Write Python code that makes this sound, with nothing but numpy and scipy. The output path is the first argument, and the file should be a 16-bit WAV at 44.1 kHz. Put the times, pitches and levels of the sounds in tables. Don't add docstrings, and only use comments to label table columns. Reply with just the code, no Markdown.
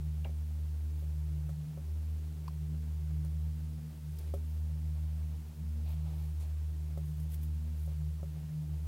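import sys
import numpy as np
from scipy import signal
from scipy.fft import rfft, irfft
from scipy.io import wavfile
from scipy.ndimage import uniform_filter1d

SR = 44100
rng = np.random.default_rng(int(sys.argv[2]) if len(sys.argv) > 2 else 0)


def to_wav(s):
    ch = np.atleast_2d(s).T
    pcm = np.round(np.clip(ch, -1, 1) * 32767)
    wavfile.write(sys.argv[1], SR, pcm.astype(np.int16))


N = 391166
T = np.arange(N) / SR
BINS_HZ = np.fft.rfftfreq(N, 1 / SR)

# time_s, fundamental_hz
FAN_SPEED = [(0, 76.1), (1.5, 75.5), (2.1, 77.17), (2.5, 76.5), (3.7, 77.15), (4.0, 76.26), (4.4, 77),
             (5.4, 76.28), (5.7, 75.6), (6.1, 77.05), (6.4, 76.3), (7.0, 76.35), (8.87, 76.45)]
# time_s, dip_db, sharpness (above 1 narrows the dip)
FAN_BEATS = [(0.38, -1, 1.8), (1.73, -16.5, 1.8), (2.39, -5.5, 1.0), (3.93, -12, 1.7), (5.56, -11.5, 3.6),
             (6.14, -2.5, 2.2), (7.02, -3.5, 1.3), (8.6, -13, 0.82), (9.1, -15, 0.93)]
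# time_s, untrimmed_db
FAN_OCTAVE = [(0.0, -41), (0.05, -42), (0.39, -51), (0.71, -51), (0.84, -61), (0.96, -49.5), (1.38, -41.5),
              (1.7, -41), (1.95, -57), (2.72, -40), (2.91, -49), (3.21, -39.5), (3.43, -45.5), (3.88, -43),
              (3.95, -53), (4.1, -44), (4.17, -51.5), (4.62, -51.5), (4.72, -43.5), (5.41, -49.5),
              (5.48, -57.5), (5.61, -46), (5.68, -57.5), (6.03, -41.5), (6.3, -45.5), (6.37, -53.5),
              (6.72, -52), (7.06, -40), (7.66, -50.5), (8.05, -41.5), (8.18, -49), (8.62, -37.5),
              (8.87, -50)]
# time_s, untrimmed_db
FAN_THIRD = [(0.0, -63), (1.01, -64), (1.14, -72), (2.32, -60), (2.64, -71), (2.72, -54.5), (2.89, -59.5),
             (3.04, -83), (3.09, -66), (3.95, -59.5), (4.12, -73), (4.47, -61.5), (5.26, -68), (5.73, -58),
             (6.57, -76), (7.73, -57.5), (7.88, -75.5), (8.87, -64.5)]
# centre_hz, half_width_hz, level_db
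FAN_BANDS = [(81.6, 2.9, -58), (133, 23, -67), (305.7, 5.7, -70), (379.7, 5, -74), (461.5, 11, -77),
             (564, 26, -82), (913.5, 10, -83)]
# time_s, untrimmed_db
WAVER_LEVEL = [(0.0, -49), (0.59, -72), (1.65, -50), (1.93, -63), (2.79, -51.5), (2.89, -61), (3.21, -53.5),
               (4.5, -60.5), (5.48, -55.5), (5.66, -44), (5.73, -55), (7.01, -65), (7.06, -50.5),
               (7.76, -54), (7.81, -51), (8.87, -51.5)]
# frequency_hz, relative_db
AIR_SPECTRUM = [(20, 17), (35, 25.5), (52, 25.5), (100, 9.5), (190, 16), (280, 18), (420, 11.5), (700, 12),
                (1000, 7.5), (1600, 5), (2700, 4), (5000, 2), (8000, 1), (15500, 0.7)]
# pitch_hz, level_db
WHINE_TONES = [(850, -88), (1700, -94), (4348, -90.5), (5101, -90), (11903, -93.5), (13603, -93.5),
               (15303, -94)]
# start_s, ring_db, ring_hz, ring_t60_s, tick_db
PEN_CLICKS = [(0.2456, -41.5, 2810, 0.024, -72), (0.2480, -60, 1633, .05, -68),
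              (0.2510, -47, 780, 0.12, -72), (0.2540, -57, 2330, 0.12, -66),
              (1.4920, -60, 1700, 0.018, -69), (2.48, -40, 1054, 0.025, -54),
              (2.4787, -49.5, 2490, 0.019, -62), (2.4784, -50.5, 4600, 0.029, -62),
              (3.248, -49.5, 9550, 0.015, -62), (4.1846, -52, 5070, 0.025, -59),
              (4.1878, -42, 14500, .012, -47.5)]
# start_s, body_db, tick_db, contact_s
NIB_TAPS = [(0.25, -43.5, -66, .0005), (0.258, -43, -62, 0.00077), (0.2665, -44, -68, 0.00073),
            (0.294, -44, -74, 0.0012), (1.024, -46.5, -70, 0.0013), (1.4920, -42, -54, 0.00042),
            (1.775, -41, -62, 0.00076), (3.248, -51, -56, .0008), (4.339, -28, -47.5, 0.00094),
            (6.975, -36.5, -51.5, 0.00074), (7.876, -44.5, -69, 0.00097), (8.2303, -37.5, -60, 0.00077)]
# pitch_hz, relative_db, t60_s
SCREEN_MODES = [(285, -12, 0.058), (401.5, -6.5, 0.17), (561, 1.5, 0.083), (630, 0, 0.029),
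                (700, -7.5, 0.065), (860, -12, 0.026), (1106, -9.5, .05), (1283, -1, 0.025)]
# middle_s, length_s, level_db, centre_hz
NIB_STROKES = [(1.0, .12, -72, 14500), (4.2, 0.18, -71, 11000), (4.52, .1, -71, 13000),
               (5.91, 0.063, -66, 14100), (6.222, 0.18, -70, 12500), (6.42, 0.032, -62.5, 8500),
               (7.085, .06, -65.5, 12000), (7.21, 0.055, -64, 12030), (7.333, 0.04, -58.5, 12000),
               (7.435, 0.033, -60.5, 13000), (7.84, 0.15, -69, 12000)]
# middle_s, length_s, level_db, centre_hz
GLOVE_SLIDES = [(4.24, 0.19, -66.5, 368), (5.2, 0.48, -74.5, 700), (5.892, 0.094, -65, 650),
                (6.095, 0.28, -65.5, 750), (6.43, .08, -65, 720), (7.92, .05, -67, 560),
                (8.38, 0.092, -68.5, 620)]


def undb(db):
    return 10 ** (np.asarray(db) / 20)


def unit(x):
    return x / np.sqrt(np.mean(x ** 2))


def curve(table, smooth_s=0.014):
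    time_s, values = np.transpose(table)
    return uniform_filter1d(np.interp(T, time_s, values), int(smooth_s * SR))


def noise(gain):
    return unit(irfft(rfft(rng.standard_normal(N)) * gain, N))


def band(centre_hz, half_width_hz):
    return noise(1 / (1 + ((BINS_HZ - centre_hz) / half_width_hz) ** 2))


def walk(rate_hz):
    return noise(np.exp(-(BINS_HZ / rate_hz) ** 2) * (BINS_HZ > 0))


def tone(hz):
    return np.sqrt(2) * np.sin(2 * np.pi * (np.cumsum(hz * np.ones(N)) / SR + rng.random()))


def swell(middle_s, length_s):
    return np.exp(-2 * ((T - middle_s) / length_s) ** 2)


def fade(t, t60_s):
    return np.exp(-np.log(1000) * t / t60_s)


def add(out, start_s, sound):
    i = int(start_s * SR)
    out[i:i + len(sound)] += sound[:N - i]


def beating():
    time_s, dip_db, sharpness = np.transpose(FAN_BEATS)
    turns = np.interp(T, time_s, np.arange(len(time_s)))
    nearest = np.round(turns).astype(int)
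    opposed = (np.cos(np.pi * turns) ** 2) ** sharpness[nearest]
    return np.sqrt(1 - (1 - undb(dip_db[nearest]) ** 2) * opposed)


def fans(in_step_db=-35, octave_trim_db=0.55, third_trim_db=0.76):
    hz = curve(FAN_SPEED)
    fundamental_db = in_step_db + 0.5 * walk(12)
    hum = undb(fundamental_db) * beating() * tone(hz + 0.17 * walk(8.8))
    octave_db = curve(FAN_OCTAVE) + octave_trim_db + 0.8 * walk(8.6)
    hum += undb(octave_db) * tone(2 * hz + 0.68 * walk(7.0))
    third_db = curve(FAN_THIRD) + third_trim_db + 2.5 * walk(6.7)
    hum += undb(third_db) * tone(3 * hz + 0.98 * walk(9.3))
    return hum + sum(undb(db) * band(centre_hz, half_hz) for centre_hz, half_hz, db in FAN_BANDS)


def waver(pitch_hz=162, swing_hz=5, trim_db=-2.5, drone_hz=412, drone_swing_hz=9, drone_db=-73):
    drone_gain = undb(drone_db) * swell(middle_s=2.54, length_s=1.63)
    drone = drone_gain * tone(drone_hz + drone_swing_hz * walk(10.8))
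    return undb(curve(WAVER_LEVEL) + trim_db) * tone(pitch_hz + swing_hz * walk(12.6)) + drone


def room(air_db=-61.5, flicker_db=1.8, flicker_top_hz=1300):
    hz, relative_db = np.transpose(AIR_SPECTRUM)
    air = noise(undb(np.interp(np.log(BINS_HZ + 1), np.log(hz), relative_db)))
    lows = irfft(rfft(air) / (1 + (BINS_HZ / flicker_top_hz) ** 2), N)
    air += lows * (undb(flicker_db * walk(30)) - 1)
    whine = sum(undb(db) * tone(pitch_hz) for pitch_hz, db in WHINE_TONES)
    return undb(air_db) * air + whine


def tick(t, t60_s):
    treble = np.diff(rng.standard_normal(len(t) + 1)) / 4
    white = rng.standard_normal(len(t)) / 3
    return (treble + white) * fade(t, t60_s)


def pen_clicks(tick_t60_s=0.057, cluster_gain=0.78, half_width_ratio=0.21, rise_s=0.00089):
    out, t = np.zeros(N), np.arange(SR // 6) / SR
    rise = 1 - np.exp(-t / rise_s)
    for start_s, ring_db, hz, t60_s, tick_db in PEN_CLICKS:
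        cluster = cluster_gain * band(hz, half_width_ratio * hz)[:len(t)]
        modes = (np.sin(2 * np.pi * hz * t) + cluster) / np.hypot(1, cluster_gain)
        ring = modes * rise * fade(t, t60_s)
        add(out, start_s, undb(ring_db) * ring + undb(tick_db) * tick(t, tick_t60_s))
    return out


def nib_taps(tick_t60_s=0.11, room_db=-24, room_t60_s=0.14):
    out, t = np.zeros(N), np.arange(SR // 3) / SR
    ring = sum(undb(db) * np.sin(2 * np.pi * hz * t) * fade(t, t60_s) for hz, db, t60_s in SCREEN_MODES)
    for start_s, body_db, tick_db, contact_s in NIB_TAPS:
        push = np.sin(np.pi * np.minimum(t / contact_s, 1))
        body = signal.fftconvolve(ring, push)[:len(t)]
        tail = signal.fftconvolve(body, rng.standard_normal(len(t)) * fade(t, room_t60_s))[:len(t)]
        knock = body / np.abs(body).max() + undb(room_db) * tail / np.abs(tail).max()
        add(out, start_s, undb(body_db) * knock + undb(tick_db) * tick(t, tick_t60_s))
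    return out


def nib_strokes(half_width_hz=3900, grain_db=2.5, barrel_db=-10):
    barrel = undb(barrel_db) * band(centre_hz=3200, half_width_hz=2000)
    rub = sum(undb(db) * swell(middle_s, length_s) * (band(hz, half_width_hz) + barrel)
              for middle_s, length_s, db, hz in NIB_STROKES)
    return rub * undb(grain_db * walk(91))


def glove(half_width_ratio=0.43, casing_db=-10, weave_db=-8, grain_db=2):
    casing = undb(casing_db) * band(centre_hz=2450, half_width_hz=400)
    weave = undb(weave_db) * band(centre_hz=3800, half_width_hz=1300)
    rub = sum(undb(db) * swell(middle_s, length_s) * (band(hz, half_width_ratio * hz) + casing + weave)
              for middle_s, length_s, db, hz in GLOVE_SLIDES)
    return rub * undb(grain_db * walk(30))


def scene():
    return (fans() + waver() + room() + pen_clicks() + nib_taps() + nib_strokes() + glove())[None]


def record(dry, top_hz=15850):
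    return signal.sosfilt(signal.ellip(12, .1, 80, top_hz, fs=SR, output="sos"), dry)


dry = scene()
out = record(dry)
to_wav(out)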